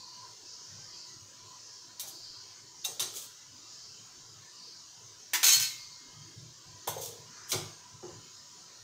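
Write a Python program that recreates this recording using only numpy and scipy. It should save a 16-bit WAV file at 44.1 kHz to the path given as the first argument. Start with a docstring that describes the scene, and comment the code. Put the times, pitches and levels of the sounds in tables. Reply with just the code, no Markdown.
"""Cooking at a gas stove in a small, hard-walled kitchen, heard in mono by a phone nearby.
From the start a flame rumbles and a pot hisses, with soft swells of narrower hiss, all shaped noise. At 2 s a metal
spoon taps and scrapes the pot: cracks, ringing modes, gritty rubs, with dull knocks that boom in the counter. At 5.3 s
the spoon drops and clatters: handle, bounces, a thin ring in the pan. Soft thumps follow. At 6.9 s a steel lid meets the
rim, wobbles in even low beats, rubs in a broad resonance and drops into its seat; last, the pot knocks on the stove."""
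import sys
import numpy as np
from scipy import signal
from scipy.fft import rfft, irfft
from scipy.io import wavfile
from scipy.ndimage import uniform_filter1d

SR = 44100
rng = np.random.default_rng(int(sys.argv[2]) if len(sys.argv) > 2 else 0)


def transcribe(u):
    """Save the signal u as a 16-bit wav file named by the first command-line argument.

    u: samples, shape (n,) or (channels, n), limited to [-1, 1]; the rate is SR.
    q: integer samples, one column per channel.
    """
    v = np.clip(np.atleast_2d(u).T, -1, 1)
    q = np.round(v * 32767).astype(np.int16)
    wavfile.write(sys.argv[1], SR, q)


N = 389403
TIME = np.arange(N) / SR  # seconds through the scene
AGE = TIME[:SR]  # seconds since a single sound began


def undb(db):
    """Turn decibels into gain."""
    return 10 ** (np.asarray(db) / 20)


def unit(x):
    """Scale to rms 1."""
    return x / np.sqrt(np.mean(x ** 2))


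def fade(t60):
    """Free decay over one second, losing 60 dB in t60 seconds."""
    return np.exp(-np.log(1000) * AGE / t60)


def add(track, start_s, sound):
    """Mix a sound into the track at its start time."""
    first = int(start_s * SR)
    track[first:first + len(sound)] += sound[:N - first]


def gain_at(hz, colour):
    """Read a colour's gain on a log-frequency axis."""
    points_hz, level_db = np.transpose(colour)
    return undb(np.interp(np.log(hz + 1), np.log(points_hz), level_db))


def noise(colour, size, tilt_db=0):
    """Noise of a given colour, tilted above 1 kHz by some dB per octave."""
    hz = np.fft.rfftfreq(size, 1 / SR)
    tilt = undb(tilt_db * np.log2(np.maximum(hz, 1000)))
    spectrum = rfft(rng.standard_normal(size)) * gain_at(hz, colour) * tilt
    return unit(irfft(spectrum, size))


def resonance(hz, width_hz, size):
    """Noise through the same resonance twice, for steeper sides."""
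    b, a = signal.iirpeak(hz, hz / width_hz, fs=SR)
    once = signal.lfilter(b, a, rng.standard_normal(size))
    return unit(signal.lfilter(b, a, once))


def walk(rate_hz):
    """Slow random drift with an rms of 1."""
    hold = int(SR / rate_hz)
    steps = np.repeat(rng.standard_normal(N // hold + 1), hold)
    smooth = uniform_filter1d(uniform_filter1d(steps, hold), hold)
    return unit(smooth[:N])


def waver(x, depth_db, patch_hz, patch_s, size=1024):
    """Narrow bands of a sound swell and sink, each on its own."""
    hz, s, bands = signal.stft(x, SR, nperseg=size)
    chance = rng.standard_normal(bands.shape)
    # smooth twice along frequency and time, so chance comes in patches
    for axis, span in 2 * [(0, patch_hz / hz[1]), (1, patch_s / s[1])]:
        chance = uniform_filter1d(chance, max(1, round(span)), axis=axis)
    wavering = signal.istft(bands * undb(depth_db * unit(chance)), SR, nperseg=size)[1]
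    return unit(wavering[:N])


def partials(hz, t60):
    """One fading sine per row, starting at rms 1."""
    age, hz, t60 = np.float32(AGE), np.float32(hz)[:, None], np.float32(t60)[:, None]
    return np.sqrt(2) * np.sin(2 * np.pi * hz * age) * np.exp(-float(np.log(1000)) * age / t60)


def kitchen(x, early_db=-3, early_t60=0.087, late_db=-5, late_t60=0.52, treble_t60=0.34):
    """Close walls answer at once; a short tail follows, in which the treble dies first."""
    early = unit(rng.standard_normal(SR) ** 3) * fade(early_t60) * (AGE > .002)
    body = noise([(100, 0.5), (5500, 2), (9000, -9)], SR) * fade(late_t60)
    treble = noise([(4000, -18), (7500, 3.0), (15000, -4.5)], SR) * fade(treble_t60)
    build_up = 1 - np.exp(-AGE / 0.0097)
    late = (body + undb(0.5) * treble) * build_up
    response = undb(early_db) * early / np.linalg.norm(early)
    response += undb(late_db) * late / np.linalg.norm(late)
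    return undb(-1) * (x + signal.fftconvolve(x, response)[:N])


def ringing(blows, modes, beat=0.82):
    """Every blow tops up the energy of the main modes; each has a weaker twin that makes it beat."""
    start = blows[0][0]
    t = np.arange(int((blows[-1][0] - start + 1.2) * SR)) / SR
    energy = np.zeros(len(t))
    for s, db, ring_db, _ in blows:
        energy[max(0, int((s - start) * SR))] += undb(db + ring_db) ** 2
    ring = np.zeros(len(t))
    for hz, db, t60 in modes:
        energy_kept = fade(t60)[2]  # per sample: two samples of amplitude decay
        size = undb(db) * np.sqrt(2 * signal.lfilter([1], [1, -energy_kept], energy))
        twin_hz = hz + rng.uniform(-13, 14.0)
        ring += size * (np.sin(2 * np.pi * hz * t) + beat * np.sin(2 * np.pi * twin_hz * t))
    out = np.zeros(N)
    add(out, start, ring / np.linalg.norm(undb(np.array(modes)[:, 1])))
    # thin sheet radiates little bass
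    return signal.sosfilt(signal.butter(2, 350, "highpass", fs=SR, output="sos"), out)


def struck(blows, modes, colour, crack_t60, shimmer_db, shimmer_t60, count=300):
    """Thin metal: each blow cracks and shimmers in crowded overtones that fill the room; main modes ring on."""
    over_hz = 1200 + (np.arange(count) + rng.random(count)) * 14300 / count
    over_gain = gain_at(over_hz, colour) * undb(2.5 * rng.standard_normal(count))
    # shimmer_t60 holds at 5 kHz; higher overtones die sooner
    overtones = partials(over_hz, shimmer_t60 * (over_hz / 5000) ** -.25)
    clash = np.zeros(N)
    contact = 1 - np.exp(-AGE / 0.00055)  # the blow takes a moment to spread through the sheet
    for s, db, _, tilt_db in blows:
        # each point of contact favours other overtones
        weights = over_gain * rng.standard_normal(count) * undb(tilt_db * np.log2(over_hz))
        shimmer = undb(shimmer_db) * (weights @ overtones) / np.linalg.norm(weights)
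        crack = noise(colour, SR, tilt_db) * fade(crack_t60)
        add(clash, s, undb(db) * contact * (crack + shimmer))
    return kitchen(clash) + ringing(blows, modes)


# colour of the flame: (point_hz, level_db)
RUMBLE_COLOUR = [(25, -12.5), (60, -16), (110, 6), (220, -7.5), (350, -1), (500, -6.5), (830, -11),
                 (1200, -6), (1700, -7.5), (2500, -12), (3200, -3), (4200, -36), (6000, -29.5)]
# colour of the hot pot: (point_hz, level_db)
HISS_COLOUR = [(1400, -42), (2600, -52), (3100, -19), (3700, -2.5), (4400, -1.5), (5600, 0), (6600, 1),
               (7200, -4.5), (7800, -13.5), (9000, -18), (10500, -30), (13000, -27.5), (15500, -26)]
# the flame's faint note; swell and flicker are the rms of its slow and faster drift
NOTE_HZ, NOTE_WIDTH_HZ, NOTE_DB = 995.4, 76, -70
NOTE_SWELL_DB, NOTE_FLICKER_DB = 2.5, 4


def stove(edge_hz=4250):
    """The flame's rumble wavers and holds a faint note; the hot pot hisses, most strongly above a sharp edge."""
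    rumble = waver(noise(RUMBLE_COLOUR, N), depth_db=4.2, patch_hz=90, patch_s=.07)
    flame = undb(-61 + .5 * walk(7)) * rumble
    note_db = NOTE_DB + NOTE_SWELL_DB * walk(4) + NOTE_FLICKER_DB * walk(14)
    flame_note = undb(note_db) * resonance(NOTE_HZ, NOTE_WIDTH_HZ, N)
    steam = waver(noise(HISS_COLOUR, N), depth_db=2.5, patch_hz=170, patch_s=.07)
    hiss = undb(-53.5 + .5 * walk(2.21)) * steam
    bright = signal.sosfiltfilt(signal.butter(10, edge_hz, "highpass", fs=SR, output="sos"), hiss)
    return flame + flame_note + undb(-4.0) * hiss + undb(-8.0) * bright


# early swells sizzle as the spoon stirs; the one at 5.85 s is the clatter's noisy tail, at 7.416 s the lid sliding:
# (peak_s, half_length_s, level_db before the band filter, centre_hz)
SWELLS = [(0.044, 0.24, -51.5, 4500), (0.528, 0.091, -50, 5230), (0.757, 0.26, -51.5, 5500),
          (0.997, 0.14, -49.5, 4750), (1.718, 0.16, -51.5, 5370), (2.28, 0.21, -48.5, 4660),
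          (2.83, 0.09, -53, 5430), (3.815, .2, -51, 5130), (4.67, 0.14, -51, 4730),
          (5.85, 0.19, -52.5, 4580), (7.416, 0.12, -54.5, 5800)]
SWELL_FOOT_HZ = 3520  # sets the width from the centre, so a brighter swell is also wider


def hiss_swells():
    """Soft swells of narrow resonant noise, cut to a hiss with a steep lower edge."""
    swells = np.zeros(N)
    for peak_s, half_length_s, db, hz in SWELLS:
        swell = np.exp(-((TIME - peak_s) / half_length_s) ** 2)
        swells += undb(db) * swell * resonance(hz, hz - SWELL_FOOT_HZ, N)
    return signal.sosfilt(signal.butter(6, [4000, 7500], "bandpass", fs=SR, output="sos"), swells)


# spoon against the pot: (start_s, level_db, ring_db against the level, brightness_db_per_octave)
TAPS = [(1.996, -31.5, -29, -1.5), (2.005, -35, -14, 11), (2.844, -35, -6, 18), (2.848, -27.5, -7.5, -1.5),
        (2.996, -28, -7.5, -1.5), (3.002, -26, -19, -5), (3.022, -31, -24, -5)]
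# ringing modes of the pot: (pitch_hz, level_db, t60_s)
POT_MODES = [(2735, -1, 0.17), (3160, -20, 0.38), (3380, -5, 0.33), (3680, 12.5, 0.058), (3850, 1, 0.27),
             (4500, -18, .4), (5265, -20, .4), (5660, -17, 0.25), (5650, -6, 0.15), (5920, -7, 0.13),
             (6500, -6, 0.16), (7531, -17, 0.24), (8230, -4, 0.72), (10300, -21, .2), (11700, -6, 0.35),
             (11800, -15, .2)]
# colour of spoon on pot: (point_hz, level_db)
POT_COLOUR = [(290, -45), (500, -34), (982, -22), (2100, -23.5), (2720, -21), (2930, -13), (3900, -6),
              (4700, -7.5), (6180, 1.5), (7450, -7.5), (13800, -9.5), (15500, -8)]


def spoon_taps():
    """The spoon strikes the pot's thin metal, which cracks, shimmers and rings."""
    return struck(TAPS, POT_MODES, POT_COLOUR, crack_t60=0.055, shimmer_db=-6.5, shimmer_t60=0.18)


# dull knocks of pot, lid and stove: (start_s, level_db, pitch_hz, t60_s, brightness_db_per_octave)
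KNOCKS = [(2.03, -54.5, 720, 0.24, -5), (2.852, -49, 800, 0.22, -18), (2.884, -47, 443, 0.11, -17),
          (3.005, -47.5, 322, 0.24, -2), (3.17, -61, 600, 0.18, -1.5), (5.448, -49, 380, 0.22, -3),
          (6.871, -36.5, 503, 0.09, -11), (6.878, -25, 786, 0.036, -23), (6.964, -34.5, 560, 0.042, -20),
          (7.538, -37, 348, 0.2, -3.5), (8.026, -42, 365, 0.26, -8.5), (8.09, -51.5, 430, 0.19, -12)]
# mode clusters of a knock: (multiple of its pitch)
KNOCK_RATIOS = [0.98, 2.06, 3.6]
BOOM_HZ = 350  # reference pitch for a knock's attack and its boom in the counter


def knocks(spread=0.49, attack_s=0.0039):
    """Heavy contacts shake clusters of low, well damped modes; the lower the pitch, the softer the attack."""
    out = np.zeros(N)
    for s, db, hz, t60, tilt_db in KNOCKS:
        # attack_s is the time constant at BOOM_HZ
        shape = fade(t60) * (1 - np.exp(-AGE / attack_s * (hz / BOOM_HZ) ** 2))
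        for ratio in KNOCK_RATIOS:
            body = resonance(hz * ratio, spread * hz * ratio, SR) * shape
            level = undb(db + tilt_db * np.log2(ratio)) * np.linalg.norm(shape) / np.linalg.norm(body)
            add(out, s, level * body)
    return out


# soft thumps that boom in the counter and floor: (start_s, level_db)
THUMPS = [(5.565, -46.5), (6.131, -51), (6.361, -48), (6.412, -48.5), (6.66, -52), (7.535, -36.5),
          (7.622, -48), (8.125, -47)]
# a knock also booms, the more so the lower its pitch: level against the knock at BOOM_HZ, dB per octave, delay
BOOM_DB, BOOM_TILT_DB, BOOM_LAG_S = -9.5, -10, 0.00735
# fainter thumps fall at random while the lid is fetched and put on
SHUFFLE_FROM_S, SHUFFLE_TO_S, SHUFFLE_DB = 6, 7.95, -52.5


def pushes(count=5):
    """All that shakes the counter, as (start_s, level_db): thumps, the weight behind each knock, a random shuffle."""
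    weight = []
    for s, db, hz, _, _ in KNOCKS:
        boom_db = db + BOOM_DB + BOOM_TILT_DB * np.log2(hz / BOOM_HZ)
        weight.append((s + BOOM_LAG_S, boom_db))
    places = (np.arange(count) + rng.random(count)) / count
    shuffle = SHUFFLE_FROM_S + (SHUFFLE_TO_S - SHUFFLE_FROM_S) * places
    return THUMPS + weight + [(s, SHUFFLE_DB) for s in shuffle]


def thumps(t60=.36, attack_s=0.0089):
    """Soft pushes set the lowest resonances booming."""
    out = np.zeros(N)
    shape = fade(t60) * (1 - np.exp(-AGE / attack_s))
    for s, db in pushes():
        boom = undb(-7.0) * resonance(120, 160, SR)
        for hz, mode_db in [(104, -0.4), (121, -0.64), (153, -1.3)]:
            boom += undb(mode_db) * np.sin(2 * np.pi * (hz * AGE + rng.random()))
        add(out, s, undb(db) * boom * shape)
    return out


# metal sliding on metal: (peak_s, rise_s, fall_s, level_db)
SCRAPES = [(2.084, 0.016, 0.019, -45), (3.164, 0.03, 0.046, -41), (3.235, 0.043, 0.027, -45.5),
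           (7.028, 0.028, 0.064, -40), (7.514, 0.02, 0.021, -34.5)]
# colour of the sliding edge: (point_hz, level_db)
SCRAPE_COLOUR = [(800, -16), (2000, -24.5), (3400, -2), (4500, -7), (6400, 3.5), (8500, -2.5),
                 (11000, -6.5), (15000, -3.5)]


def scrapes(grain_db=4):
    """Sliding edges catch on tiny bumps: a gritty swell that wakes shifting overtones."""
    out = np.zeros(N)
    for peak_s, rise_s, fall_s, db in SCRAPES:
        t = AGE - .5  # the swell peaks half a second in
        swell = np.exp(-(t / np.where(t < 0, rise_s, fall_s)) ** 2)
        bump_times = AGE[::60]
        bumps = np.interp(AGE, bump_times, rng.standard_normal(len(bump_times)))
        grit = unit(undb(grain_db * bumps))
        rub = waver(grit * noise(SCRAPE_COLOUR, SR), depth_db=2, patch_hz=90, patch_s=0.078)[:SR]
        add(out, peak_s - .5, undb(db) * swell * rub)
    return out


# the spoon's handle touches down first: (start_s, level_db, ring_db against the level, brightness_db_per_octave)
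HANDLE = [(5.334, -21.5, -15.5, 2.5), (5.347, -27, -32, 1.5)]
# ringing modes of the handle's landing: (pitch_hz, level_db, t60_s)
HANDLE_MODES = [(1010, -9, .25), (1480, -8, .26), (1723, 1, .26), (2137, -5, .4), (2277, 1, .24),
                (3203, -6, .13), (3548, -10, .2), (6751, -3, .12)]
# colour of the handle's contact: (point_hz, level_db)
HANDLE_COLOUR = [(120, -54), (240, -39), (340, 2), (500, -31), (1000, 5), (1250, -8), (1700, 4), (2250, 0),
                 (2900, -4), (4000, -6.5), (6400, -3), (10500, -15.5), (15000, -9)]


def handle_landing():
    """The dropped spoon's handle strikes and wakes its own set of lower modes."""
    return struck(HANDLE, HANDLE_MODES, HANDLE_COLOUR, crack_t60=0.11, shimmer_db=-6.0, shimmer_t60=0.1)


# the dropped spoon bounces: (start_s, level_db, ring_db against the level, brightness_db_per_octave)
BOUNCES = [(5.430, -21, -29, -2), (5.441, -19.5, -7, 5), (5.466, -22, -2, 1), (5.482, -21, -1.5, -1.5),
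           (5.522, -21, -18, 2), (5.533, -23, -4.5, 1), (5.598, -27.5, -12, 1), (5.622, -31, -3, 1)]
# ringing modes of the spoon: (pitch_hz, level_db, t60_s)
SPOON_MODES = [(1540, -15, .4), (2135, -25, .9), (2622, -11, .4), (3099, -9, .44), (3972, -5, .42),
               (4325, 1, .41), (5062, -9, .45), (5102, -10, .58), (5411, -10, .42), (5453, -11, .41),
               (6135, -9, .33), (6165, -9, .33), (6213, -7, .33), (6279, -4, .41), (6570, -9, .44),
               (6752, -7, .5), (7219, -14, .39), (7720, -14, .35), (8036, -11, .5), (8145, -12, .39),
               (8576, -16, .49), (9900, -18, .28), (11499, -11, .28), (13110, -14, .28), (14400, -15, .25)]
# colour of the bouncing spoon: (point_hz, level_db)
SPOON_COLOUR = [(100, -54), (250, -30), (450, -24), (900, -7), (1550, -10), (1900, -4), (2300, -1.5),
                (2800, -5), (4300, 2.5), (4700, -3.5), (6400, 4.5), (8300, -4), (10500, -7.5), (14500, -4)]
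# each bounce is echoed by a weaker, brighter one: delay, level change, brightness change in dB per octave
REBOUND_S, REBOUND_DB, REBOUND_TILT_DB = 0.022, -8.5, 1.5


def with_rebounds(blows, ring_loss_db=-4):
    """Every blow is followed by a lighter, brighter one that rings less."""
    rebounds = []
    for s, db, ring_db, tilt_db in blows:
        rebounds.append((s + REBOUND_S, db + REBOUND_DB, ring_db + ring_loss_db, tilt_db + REBOUND_TILT_DB))
    return sorted(list(blows) + rebounds)


def spoon_bounces():
    """The spoon clatters to rest, each bounce echoed by a lighter, brighter one, ringing in many bright modes."""
    blows = with_rebounds(BOUNCES)
    return struck(blows, SPOON_MODES, SPOON_COLOUR, crack_t60=0.1, shimmer_db=-1.0, shimmer_t60=0.11)


# the pan that the spoon lands on sings on faintly: (pitch_hz, level_db, t60_s)
PAN_MODES = [(2132, -54.5, 2.5), (4549, -56, 2.5)]


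def pan_ring():
    """The spoon's first bounce leaves a thin ring in the pan, one second of a slow decay."""
    hz, db, t60 = np.transpose(PAN_MODES)
    out = np.zeros(N)
    add(out, BOUNCES[0][0], undb(db) @ partials(hz, t60))
    return out


# lid meets the rim: (start_s, level_db, ring_db against the level, brightness_db_per_octave)
LID_TOUCHES = [(6.874, -29, -26, 0), (6.884, -32.5, -11, 2), (6.979, -45, -2.5, -2)]
# ringing modes of the lid: (pitch_hz, level_db, t60_s)
LID_MODES = [(517, 3, .3), (863, 3.5, .32), (1024, 1, 0.61), (1380, -11, .2), (3060, -4, .25),
             (3480, -4, .3), (3900, -2, .3), (6340, 9, 0.31), (6620, -8, .3), (7000, 1, 0.53),
             (7224, -6, .25), (8300, 0, 0.27), (13900, 2, .12)]
# colour of lid on rim: (point_hz, level_db)
LID_COLOUR = [(180, -46), (300, -24), (348, -6.5), (720, -14), (794, -9), (2610, -22), (3230, -7),
              (4420, -18.5), (6360, -13), (9760, -17.5), (15500, -14)]


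def lid_touches():
    """The steel lid meets the rim and rings in its own modes."""
    return struck(LID_TOUCHES, LID_MODES, LID_COLOUR, crack_t60=0.055, shimmer_db=-8.5, shimmer_t60=0.16)


# the lid rocks on the rim in even beats that tend to grow weaker and fall in pitch
WOBBLE_START_S, WOBBLE_PERIOD_S, WOBBLE_T60_S = 6.967, 0.0315, 0.038
WOBBLE_FIRST_HZ, WOBBLE_LAST_HZ = 546, 420
WOBBLE_DB, WOBBLE_FADE_DB_PER_S, WOBBLE_SCATTER_DB = -33.5, 54, 3


def wobble(count=8, attack_s=0.0012, upper_ratio=1.3, upper_db=-7):
    """Each beat of the rocking lid rings a pair of low, quickly damped modes."""
    out = np.zeros(N)
    pitches = np.geomspace(WOBBLE_FIRST_HZ, WOBBLE_LAST_HZ, count)
    scatter = WOBBLE_SCATTER_DB * rng.standard_normal(count)
    for beat, hz in enumerate(pitches):
        elapsed_s = WOBBLE_PERIOD_S * beat
        db = WOBBLE_DB - WOBBLE_FADE_DB_PER_S * elapsed_s + scatter[beat]
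        pair = undb([0, upper_db]) @ partials([hz, hz * upper_ratio], [WOBBLE_T60_S, WOBBLE_T60_S])
        add(out, WOBBLE_START_S + elapsed_s, undb(db) * pair * (1 - np.exp(-AGE / attack_s)))
    return out


# the lid is drawn across the rim around the time it seats: a faint, hollow rub
RUB_S, RUB_HALF_S, RUB_DB, RUB_HZ, RUB_WIDTH_HZ = 7.42, 0.12, -58.5, 1420, 940


def rim_rub():
    """The sliding lid swells and fades in one broad resonance."""
    swell = np.exp(-((TIME - RUB_S) / RUB_HALF_S) ** 2)
    return undb(RUB_DB) * swell * resonance(RUB_HZ, RUB_WIDTH_HZ, N)


# lid drops into its seat: (start_s, level_db, ring_db against the level, brightness_db_per_octave)
LID_DROPS = [(7.517, -27.5, -10, 0.5), (7.527, -36, -18, -11), (7.544, -40, -12, 4)]
# ringing modes of the covered pot: (pitch_hz, level_db, t60_s)
COVERED_POT_MODES = [(1187, -9, 0.63), (2190, -8, 0.24), (2330, -11, 0.2), (3010, -4, 0.37),
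                     (3270, -17, 0.28), (3995, 4, 0.14), (4960, -10, .18), (5700, 1, .25), (6180, 2, 0.21),
                     (8250, -6, 0.59)]
# colour of the lid seating: (point_hz, level_db)
COVERED_POT_COLOUR = [(180, -25), (300, -9.5), (756, -13), (835, -10), (1620, -10), (1780, -19),
                      (2170, 3.5), (2520, -8.5), (3230, -1.5), (6460, -0.5), (15500, -17.5)]


def lid_drops():
    """The lid falls into its seat, and the covered pot rings in its own modes."""
    return struck(LID_DROPS, COVERED_POT_MODES, COVERED_POT_COLOUR,
                  crack_t60=0.14, shimmer_db=-6.5, shimmer_t60=0.15)


def scene():
    """Spoon, lid and pot in the kitchen, over the stove."""
    metal = spoon_taps() + handle_landing() + spoon_bounces() + lid_touches() + lid_drops()
    dull = knocks() + wobble() + rim_rub()
    mono = stove() + hiss_swells() + metal + pan_ring() + kitchen(scrapes() + dull) + thumps()
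    return np.array([mono, mono])


TOP_HZ = 15600  # upper limit of the phone


def record(dry):
    """The phone rounds the loudest peaks and cuts the top."""
    rounded = .42 * np.tanh(dry / .42)
    return signal.sosfilt(signal.ellip(10, .2, 70, TOP_HZ, fs=SR, output="sos"), rounded)


dry = scene()
out = record(dry)
transcribe(out)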